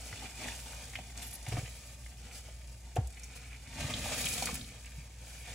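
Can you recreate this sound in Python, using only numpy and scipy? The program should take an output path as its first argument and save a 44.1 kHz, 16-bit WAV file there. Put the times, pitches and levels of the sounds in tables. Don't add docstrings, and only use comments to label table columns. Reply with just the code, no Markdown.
import sys
import numpy as np
from scipy import signal
from scipy.fft import rfft, irfft, next_fast_len
from scipy.io import wavfile
from scipy.ndimage import map_coordinates

SR = 44100
rng = np.random.default_rng(int(sys.argv[2]) if len(sys.argv) > 2 else 0)


def transcribe(signal):
    frames = np.atleast_2d(signal).T
    limited = np.clip(frames, -1, 1)
    pcm = np.round(limited * 32767).astype(np.int16)
    wavfile.write(sys.argv[1], SR, pcm)


N = 244314
TIME = np.arange(N) / SR
PADDED = next_fast_len(N + SR // 2, real=True)
FREQS = np.maximum(np.fft.rfftfreq(PADDED, 1 / SR), 1)
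FULL_FLOW_DB = -39
FADE_DB = 20
HAND_MOVES_PER_S = 3


# (frequency [Hz], level [dB])
GURGLE_SPECTRUM = [(120, -2), (240, 1.5), (320, -6), (400, -6), (500, 0), (650, 1.5), (770, -1),
                   (900, -1.5), (1030, -10.5), (1300, -11.5), (1900, -14)]
SQUELCH_SPECTRUM = [(900, -21.5), (1350, -2.5), (1750, 2.5), (2400, -1.5), (3500, 0.5), (4400, -5.5),
                    (6000, -31.5)]
FIZZ_SPECTRUM = [(3200, -20.5), (4600, 0.5), (6500, 2), (9300, 1.5), (10500, -7.5), (12500, -8.5)]
SPRAY_SPECTRUM = [(8500, -6.5), (10700, 0.5), (11600, -2), (12400, -29), (15800, -13), (18000, -30)]
MIST_SPECTRUM = [(10500, -12), (12600, 4), (15800, -3), (18000, -21)]

def lather(gurgle_db, squelch_db, fizz_db, spray_db):
    sharp = 0.56 * crackle(per_s=1200, spread_db=2, clump_db=1.5)
    coarse = crackle(per_s=1500, spread_db=2.5, clump_db=1.5)
    gurgle = from_db(gurgle_db) * grains(coarse, GURGLE_SPECTRUM, wash_db=-2)
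    medium = sharp + crackle(per_s=3500, spread_db=-0.5, clump_db=2.5)
    squelch = from_db(squelch_db - 4) * grains(medium, SQUELCH_SPECTRUM, wash_db=-7)
    fine = sharp + crackle(per_s=9000, spread_db=4.5, clump_db=1.44)
    fizz = from_db(fizz_db - 2) * grains(fine, FIZZ_SPECTRUM, wash_db=-4)
    finest = sharp + crackle(per_s=9800, spread_db=4.5, clump_db=1.5)
    spray = from_db(spray_db - 1) * grains(finest, SPRAY_SPECTRUM, wash_db=-4)
    mist_db = spray_db - 9 + 0.2 * (spray_db + 49)
    mist = from_db(mist_db) * grains(finest, MIST_SPECTRUM, wash_db=3)
    return gurgle + squelch + fizz + spray + mist


# (time of full grip [s], attack [s], hold [s], release [s], flow [dB], foaminess [dB])
LONG_WRINGS = [(0.015, 0.41, 0.19, 0.65, -51.5, 1.5), (0.445, 0.38, 0.35, 0.8, -50, 3),
               (1.22, 0.024, .14, 0.026, -54, 5), (1.488, 0.16, 0.044, 1, -50, 3),
               (3.2, 0.3, .37, 0.18, -62, 0.5), (3.801, 0.19, 0.47, 0.047, -47.5, -5.5),
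               (4.186, 0.46, .17, 0.36, -40, 5.5), (4.87, 0.3, 0.16, 0.16, -62, 1.5),
               (5.268, 0.15, .3, .1, -54, 2.7)]
# (time [s], half length [s], flow [dB], foaminess [dB])
FINGER_PRESSES = [(0.078, 0.046, -52, 1.5), (0.123, .025, -61, -10), (0.244, 0.045, -49, -6),
                  (0.395, 0.04, -55, -3), (0.456, 0.1, -46.5, -5), (1.206, 0.056, -51.5, -1.5),
                  (1.259, 0.041, -51, 1), (1.54, 0.12, -51.5, -8), (2.28, 0.068, -59.5, -6.5),
                  (2.365, 0.053, -49, 2.5), (2.475, 0.063, -59.5, -2), (3.364, 0.014, -49, 2.3),
                  (3.829, 0.028, -51.5, -11), (4.151, 0.1, -45.5, -10), (4.467, 0.14, -44, 0),
                  (4.548, 0.014, -48, -6), (4.763, 0.047, -57.5, -9), (5.527, 0.088, -52, -3.5)]

def squeezing():
    dulling_db_per_s = 7.5
    parts = [(-59.5, 0)]
    for s, attack_s, hold_s, release_s, db, foam_db in LONG_WRINGS:
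        dulling_db = dulling_db_per_s * np.clip(TIME - s, 0, hold_s)
        parts.append((db + grip_db(s, attack_s, hold_s, release_s), foam_db - dulling_db))
    for s, half_s, db, foam_db in FINGER_PRESSES:
        parts.append((db - 12 * np.minimum(((TIME - s) / half_s) ** 2, 10), foam_db))
    power = sum(from_db(db) ** 2 for db, _ in parts)
    weighted_foam = sum(from_db(db) ** 2 * foam_db for db, foam_db in parts)
    return 10 * np.log10(power), weighted_foam / power


def grip_db(s, attack_s, hold_s, release_s):
    early, late = (s - TIME) / attack_s, (TIME - s - hold_s) / release_s
    return -FADE_DB * np.clip(np.maximum(early, late), 0, 10)


# (time [s], jump in flow [dB])
LATHER_SPURTS = [(0.449, -1), (0.482, 1.5), (0.834, 1.5), (1.218, 4.5), (1.524, 3), (3.673, 4),
                 (3.803, 3.5), (3.83, 2), (3.877, 1.5), (3.903, 5), (3.978, 3.5), (4.043, 3.5),
                 (4.118, 2.5), (4.179, 3), (4.209, 2.5), (4.329, 2.5), (4.378, 3.5), (4.425, 5),
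                 (5.214, 2.5), (5.454, 0)]

def spurts_db(rise_s=0.0052):
    out, age = np.zeros(N), TIME[:SR // 8] / rise_s
    for s, jump_db in LATHER_SPURTS:
        add(out, s - .002, jump_db * age * np.exp(1 - age))
    return out


# (time [s], level [dB], pitch [Hz])
BURSTING_BUBBLES = [(0.126, -38, 1730), (0.483, -37, 1900), (0.519, -40.5, 2500), (0.731, -45.5, 1500),
                    (0.9335, -40, 2270), (0.954, -29, 2370), (0.987, -41, 2340), (1.4645, -39, 2150),
                    (1.5225, -36, 2280), (1.567, -39.5, 2200), (1.591, -41, 2180), (1.6573, -41.5, 2400),
                    (1.675, -45, 2450), (2.0608, -45, 2200), (2.31, -44, 2230), (2.9619, -41, 2630),
                    (3.171, -46, 2170), (3.9375, -28.5, 3420), (4.258, -30.5, 3030), (4.4712, -30, 1900),
                    (4.552, -39.5, 2370), (4.61, -42.5, 3670), (4.6425, -47, 3520), (4.846, -46, 2150),
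                    (4.8615, -46.5, 2380)]

def pops():
    out = np.zeros(N)
    for s, db, hz in BURSTING_BUBBLES:
        ring_db = 1 + 8 * np.log2(hz / 2380)
        add(out, s + 0.0004, from_db(db + 0.5 - ring_db) * splat(hz, octaves=0.74, decay_s=0.0014))
        add(out, s + 0.0006, from_db(db - 3 + ring_db) * bubble(hz, cycles=4.3, rise=0.023))
        add(out, s + 0.00261, from_db(db + 2) * splat(hz, octaves=0.32, decay_s=0.0031))
        add(out, s + 0.003, from_db(db - 8) * splat(hz, octaves=0.4, decay_s=0.012))
    return out


# (time [s], level [dB], pitch [Hz], ring length [cycles])
WATER_LUMPS = [(0.128, -49, 850, 3), (0.243, -41.5, 500, 3.1), (0.444, -42, 500, 2.8),
               (0.453, -40, 640, 3.5), (0.9875, -35, 696, 2.4), (1.467, -39.5, 740, 4.6),
               (1.523, -36.5, 437, 2.5), (1.526, -34, 720, 3.6), (1.5685, -30, 735, 3.4),
               (1.571, -34, 294, 1.8), (1.578, -42, 1210, 4), (2.487, -43.5, 660, 1.9),
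               (2.9635, -28.5, 490, 2.5), (2.966, -26.5, 720, 4.5), (2.977, -39.5, 880, 7.2),
               (4.058, -31, 766, 3.3), (4.119, -33, 800, 4), (4.423, -27, 750, 2.1),
               (4.489, -30.5, 1130, 3.7)]

def plops():
    knocks, splash_envelope, ring = np.zeros(N), np.zeros(N), basin_ring(soft_hz=824)
    for s, db, hz, cycles in WATER_LUMPS:
        add(knocks, s, from_db(db - 2.5) * bubble(hz, cycles, rise=0.017))
        add(knocks, s + 0.0022, from_db(db - 24.5) * ring)
        add(splash_envelope, s, from_db(db - 16) * np.exp(-TIME[:SR // 5] / 0.014))
    drops = crackle(per_s=5400, spread_db=-1, clump_db=2.5)
    return knocks + splash_envelope * grains(drops, GURGLE_SPECTRUM, wash_db=-20)


# (time [s], level [dB], centre frequency [Hz])
FILM_SNAPS = [(1.1743, -37, 5570), (1.427, -44, 7500), (1.485, -38, 8340), (1.587, -43, 8500),
              (2.957, -40, 8040), (2.9664, -40.5, 5860), (3.072, -40.5, 7950), (3.1033, -47, 7500),
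              (3.124, -46.5, 6500), (3.1445, -50, 6500), (3.195, -43, 6850), (3.2324, -43.5, 5900),
              (3.241, -44, 8000), (4.2547, -27.5, 8800), (4.2862, -29, 6630), (4.336, -28, 6820),
              (4.423, -30, 5840), (4.456, -25, 7860), (4.542, -29.5, 8800), (4.553, -30.5, 9000),
              (4.8566, -44, 6900)]
# (frequency [Hz], gain [dB])
FOAM_RESPONSE = [(8000, 4), (11000, 6.5), (12500, -1), (16000, 6)]

def snaps():
    out = np.zeros(N)
    for s, db, hz in FILM_SNAPS:
        add(out, s + 0.00091, from_db(db - 2.5) * splat(hz, octaves=0.62, decay_s=0.0039))
    return colour(out, over_hz(FOAM_RESPONSE) + basin_db())


# (frequency [Hz], level [dB])
SPLASH_SPECTRUM = [(2400, -7.5), (2750, -2.5), (3150, -4), (3700, -0.5), (4400, -9)]

def splash(flow_db):
    level_db = -46 + 1.38 * np.minimum(flow_db - FULL_FLOW_DB, 0)
    bursts = crackle(per_s=900, spread_db=1.5, clump_db=2.5)
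    return from_db(level_db) * grains(bursts, SPLASH_SPECTRUM, wash_db=-7)


def small_bubbles(level_db, low_hz, high_hz, count):
    out = np.zeros(N)
    for when, pitch, size in rng.random((count, 3)):
        gain = from_db(level_db[int(when * N)] - 10 * np.sqrt(size))
        hz = low_hz * (high_hz / low_hz) ** pitch
        add(out, when * N / SR, gain * bubble(hz, cycles=4.9, rise=0.17))
    return out


def spatter(flow_db, low_hz, high_hz, per_s):
    out = np.zeros(N)
    for when, pitch, size in rng.random((int(per_s * N / SR), 3)):
        gain = from_db(flow_db[int(when * N)] - 6.5 + 16 * size ** 2)
        hz = low_hz * (high_hz / low_hz) ** pitch
        add(out, when * N / SR, gain * splat(hz, octaves=0.62, decay_s=0.0022))
    return out


# (time [s], length [s], level [dB], centre frequency [Hz])
FOAM_JETS = [(1.22, .014, -49, 9050), (1.227, .012, -51, 11600), (1.237, .025, -53, 12600),
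             (1.262, 0.032, -50, 11400), (1.3085, 0.008, -48, 11000), (1.3296, 0.006, -42.5, 10000),
             (1.337, 0.009, -43, 10900), (1.349, .013, -45, 10600), (3.232, 0.013, -49, 6230)]

def squirts():
    out = np.zeros(N)
    for s, length_s, db, hz in FOAM_JETS:
        gate = signal.windows.tukey(int(length_s * SR))
        hiss = rms_one(splat(hz, octaves=0.21, decay_s=.05)[:len(gate)])
        add(out, s, from_db(db) * gate * hiss)
    return out


# (time [s], half length [s], level [dB])
SPONGE_INHALES = [(0.256, .025, -54.5), (0.437, .06, -53), (1.663, 0.022, -55), (2.325, .06, -62),
                  (3.258, 0.12, -62.5), (3.452, 0.065, -65), (3.537, 0.023, -53), (3.665, 0.016, -61),
                  (4.704, 0.034, -61), (4.99, .04, -61), (5.47, 0.085, -56.5)]
# (frequency [Hz], level [dB])
SQUISH_SPECTRUM = [(1500, -9), (1900, -3), (2350, 0), (2700, -4), (3200, -12.5)]

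def squishes():
    envelope = sum(from_db(db - 6 * np.minimum(((TIME - s) / half_s) ** 2, 20))
                   for s, half_s, db in SPONGE_INHALES)
    cracks = crackle(per_s=1100, spread_db=1.5, clump_db=2)
    return envelope * grains(cracks, SQUISH_SPECTRUM, wash_db=-8.5)


# (time [s], level [dB], panel frequency [Hz])
FLOOR_BLOWS = [(0.125, -37.5, 102), (0.992, -45.5, 154), (1.478, -31, 112.6), (1.516, -32, 104),
               (1.534, -27.5, 108), (1.551, -32, 110), (1.578, -27, 113), (1.626, -34.5, 117),
               (2.98, -20, 106), (4.976, -42.5, 152), (5.502, -49, 124)]

def sink_floor(swell_s=0.0088):
    out, ring, t = np.zeros(N), basin_ring(soft_hz=560), TIME[:SR // 6]
    swell = (t / swell_s * np.exp(1 - t / swell_s)) ** 2.53
    for s, db, hz in FLOOR_BLOWS:
        add(out, s, -from_db(db) * swell * np.sin(2 * np.pi * hz * t))
        add(out, s + .003, from_db(db - 17) * splat(237, octaves=0.53, decay_s=0.018))
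        add(out, s + 0.00295, from_db(db - 28.5) * ring)
    return out


def gulp(start_s=2.997, hold_s=0.078, release_s=0.069, start_hz=104, end_hz=64.2, glide_s=0.016):
    out, t = np.zeros(N), TIME[:SR // 3]
    hz = end_hz + (start_hz - end_hz) * np.exp(-t / glide_s)
    level_db = -33.5 - 45 * t - FADE_DB * np.maximum(t - hold_s, 0) / release_s
    onset = 1 - np.exp(-t / 0.005)
    add(out, start_s, -from_db(level_db) * onset * np.sin(2 * np.pi * np.cumsum(hz) / SR))
    return out


# (frequency [Hz], level [dB])
DRUMMING_SPECTRUM = [(35, -7), (65, -2.5), (115, 0.5), (170, -6), (250, -9), (320, -16), (600, -46)]
STEEL_SPECTRUM = [(1700, -44.5), (2330, -24), (2430, 0), (2470, 4), (2510, -3), (2610, -18), (3400, -48)]

def pour(flow_db, start_s=3.79, sag_db_per_s=7.5):
    stream_db = -43 + grip_db(start_s, attack_s=0.13, hold_s=0.82, release_s=0.27)
    stream_db -= sag_db_per_s * np.maximum(TIME - start_s, 0)
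    drops = crackle(per_s=440, spread_db=2, clump_db=2.5)
    drumming = from_db(stream_db) * grains(drops, DRUMMING_SPECTRUM, wash_db=-50)
    note_db = FULL_FLOW_DB - 11.5 + 1.41 * (flow_db - FULL_FLOW_DB)
    falling_suds = crackle(per_s=670, spread_db=6, clump_db=3)
    return drumming + from_db(note_db) * grains(falling_suds, STEEL_SPECTRUM, wash_db=-12)


# (frequency [Hz], bandwidth [Hz], lift [dB])
BASIN_MODES = [(257.6, 37, 5.5), (371, 28, 2), (469, 53, 4), (730, 140, 3.5), (926.5, 15.4, 9.5),
               (1148, 83, 6.5), (1242, 40, 5.5), (2200, 200, 4), (2417, 234, 8), (3720, 110, -1),
               (6810, 270, 5.5), (7940, 320, 4.5)]

def basin_db():
    return sum(lift_db / (1 + (2 * (FREQS - hz) / width) ** 2) for hz, width, lift_db in BASIN_MODES)


def basin_ring(soft_hz):
    ring, t = 0, TIME[:SR // 4]
    for hz, width, lift_db in BASIN_MODES:
        gain = from_db(lift_db) / (1 + (hz / soft_hz) ** 4)
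        ring += gain * np.sin(2 * np.pi * hz * t) * np.exp(-.6 * np.pi * width * t)
    return ring


# (delay [s], gain [dB])
WALL_BOUNCES = [(.000452, -23.5), (.000864, -18.5), (.00134, -26.5)]

def near_wall(pair):
    stretch, now = np.exp(0.216 * drift(HAND_MOVES_PER_S)), np.arange(N)
    out = pair.copy()
    for delay_s, db in WALL_BOUNCES:
        emitted = now - delay_s * SR * stretch
        out += from_db(db) * np.array([np.interp(emitted, now, side) for side in pair])
    return out


def reflections(pair, walls_db, walls_t60, room_db, room_t60):
    places = np.array([drift(HAND_MOVES_PER_S) for _ in range(4)])
    places /= np.sqrt(np.sum(places ** 2, axis=0))
    walls = sum(echoes(pair * share, walls_t60) for share in places)
    return near_wall(pair) + from_db(walls_db) * walls + from_db(room_db) * echoes(pair, room_t60)


def echoes(pair, t60):
    t = TIME[:SR // 2]
    echo = rng.standard_normal((2, len(t))) * from_db(-60 * t / t60) * (t > .001)
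    echo /= np.sqrt(np.sum(echo ** 2, axis=1, keepdims=True))
    return signal.fftconvolve(pair, echo, axes=1)[:, :N]


# (frequency [Hz], phase [rad])
LEFT_LEAD = [(500, -0.0025), (2500, 0.17), (2840, -0.2), (3400, -0.19), (4400, 0.1), (5250, 0.51),
             (7000, -1.27), (15500, -1.56)]
# (frequency [Hz], level [dB])
LEFT_EXCESS = [(2900, 0.15), (3600, -1), (4400, 2.5), (5000, 1), (5700, 1), (9000, 0)]
# (frequency [Hz], side gain [dB])
DIFFUSE_WIDTH = [(100, -7), (500, -6), (1200, -2.5), (2350, -5.5), (2900, 8.5), (3700, 2), (4800, 6.5),
                 (5700, 3), (16000, -13.5)]

def microphones(pair):
    left, right = rfft(pair, PADDED)
    mid = (left + right) / 2
    side = (left - right) / 2 * from_db(over_hz(DIFFUSE_WIDTH))
    turn = np.exp(.5j * over_hz(LEFT_LEAD)) * from_db(over_hz(LEFT_EXCESS) / 2)
    return irfft([(mid + side) * turn, (mid - side) / turn], PADDED)[:, :N]


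# (frequency [Hz], rms level [dB])
HUM_HARMONICS = [(59.2, -49.5), (118.4, -64)]
# (frequency [Hz], level [dB])
RUMBLE_SPECTRUM = [(20, -38), (38, -22), (52, -1.5), (75, -10), (115, -7.5), (160, -16.5), (300, -27.5),
                   (900, -42)]

def room_tone(waver_db=0.7):
    waver = from_db(-waver_db * drift(5))
    hum = sum(np.sqrt(2) * from_db(db) * np.sin(2 * np.pi * hz * TIME) for hz, db in HUM_HARMONICS)
    rumble = rms_one(colour(rng.standard_normal(N), band_db(RUMBLE_SPECTRUM)))
    return waver * hum + from_db(-55) * rumble


def crackle(per_s, spread_db, clump_db):
    born = rng.random(N) < per_s / SR
    sizes = from_db(spread_db * np.minimum(rng.exponential(1, N), 4))
    return rms_one(born * sizes * rng.choice([-1, 1], N) * from_db(clump_db * drift(130)))


def grains(clicks, spectrum, wash_db):
    pair = clicks + from_db(wash_db) * rng.standard_normal((2, N))
    return rms_one(colour(pair, band_db(spectrum) + basin_db()))


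def bubble(hz, cycles, rise):
    age = np.arange(int(4 * cycles / hz * SR)) / SR * hz / cycles
    swell = 2 * age * np.exp(1 - 2 * age)
    return swell * np.sin(2 * np.pi * cycles * (age + rise * (age ** 2 / 2 - .6 * age)))


def splat(hz, octaves, decay_s):
    t = TIME[:SR // 8]
    edges = np.clip([hz / 2 ** octaves, hz * 2 ** octaves], 20, .45 * SR)
    band = signal.butter(2, edges, "band", fs=SR, output="sos")
    noise = signal.sosfilt(band, rng.standard_normal(2 * len(t)))[len(t):]
    return .5 * rms_one(noise) * np.exp(-t / decay_s)


def colour(x, gain_db):
    cepstrum = irfft(np.log(from_db(gain_db)), PADDED)
    cepstrum[1:PADDED // 2] *= 2
    cepstrum[PADDED // 2 + 1:] = 0
    return irfft(rfft(x, PADDED) * np.exp(rfft(cepstrum)), PADDED)[..., :N]


def band_db(points):
    octaves_outside = np.log2(FREQS / np.clip(FREQS, points[0][0], points[-1][0]))
    return over_hz(points) - 24 * np.abs(octaves_outside)


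def over_hz(points):
    hz, value = np.transpose(points)
    return np.interp(np.log(FREQS), np.log(hz), value)


def drift(per_s):
    knots = rng.standard_normal(N // 50)
    return rms_one(map_coordinates(knots, [TIME * per_s], order=2, mode="mirror"))


def add(track, s, sound):
    at = int(np.clip(s * SR, 0, N - 1))
    track[at:at + len(sound)] += sound[:N - at]


def from_db(db):
    return 10 ** (np.asarray(db) / 20)


def rms_one(x):
    return x / np.sqrt(np.mean(x ** 2) + 1e-20)


def scene():
    flow_db, foam_db = squeezing()
    flow_db = flow_db - 0.7 + spurts_db() + 0.82 * drift(35)
    foam_db = foam_db + 0.58 * drift(24)
    second_sponge = TIME > 3.1
    gurgle_db = flow_db - 5.5 - 1.14 * foam_db - 0.8 * second_sponge
    squelch_db = flow_db - 1.87 - 0.88 * foam_db + 1.5 * second_sponge
    spray_db = flow_db - 9 + 1.6 * foam_db
    wet = lather(gurgle_db, squelch_db, flow_db, spray_db) + splash(flow_db)
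    wet += pops() + plops() + snaps() + squirts() + squishes()
    wet += spatter(flow_db, low_hz=2500, high_hz=11000, per_s=90)
    wet += small_bubbles(squelch_db + 3, low_hz=1840, high_hz=4390, count=260)
    wet += small_bubbles(gurgle_db + 0.5, low_hz=500, high_hz=1242, count=70)
    pair = reflections(wet, walls_db=-7, walls_t60=0.037, room_db=-10.5, room_t60=0.42)
    return microphones(pair) + sink_floor() + gulp() + pour(flow_db) + room_tone()


def record(dry):
    return signal.sosfilt(signal.ellip(12, .1, 80, 15750, fs=SR, output="sos"), dry)


dry = scene()
out = record(dry)
transcribe(out)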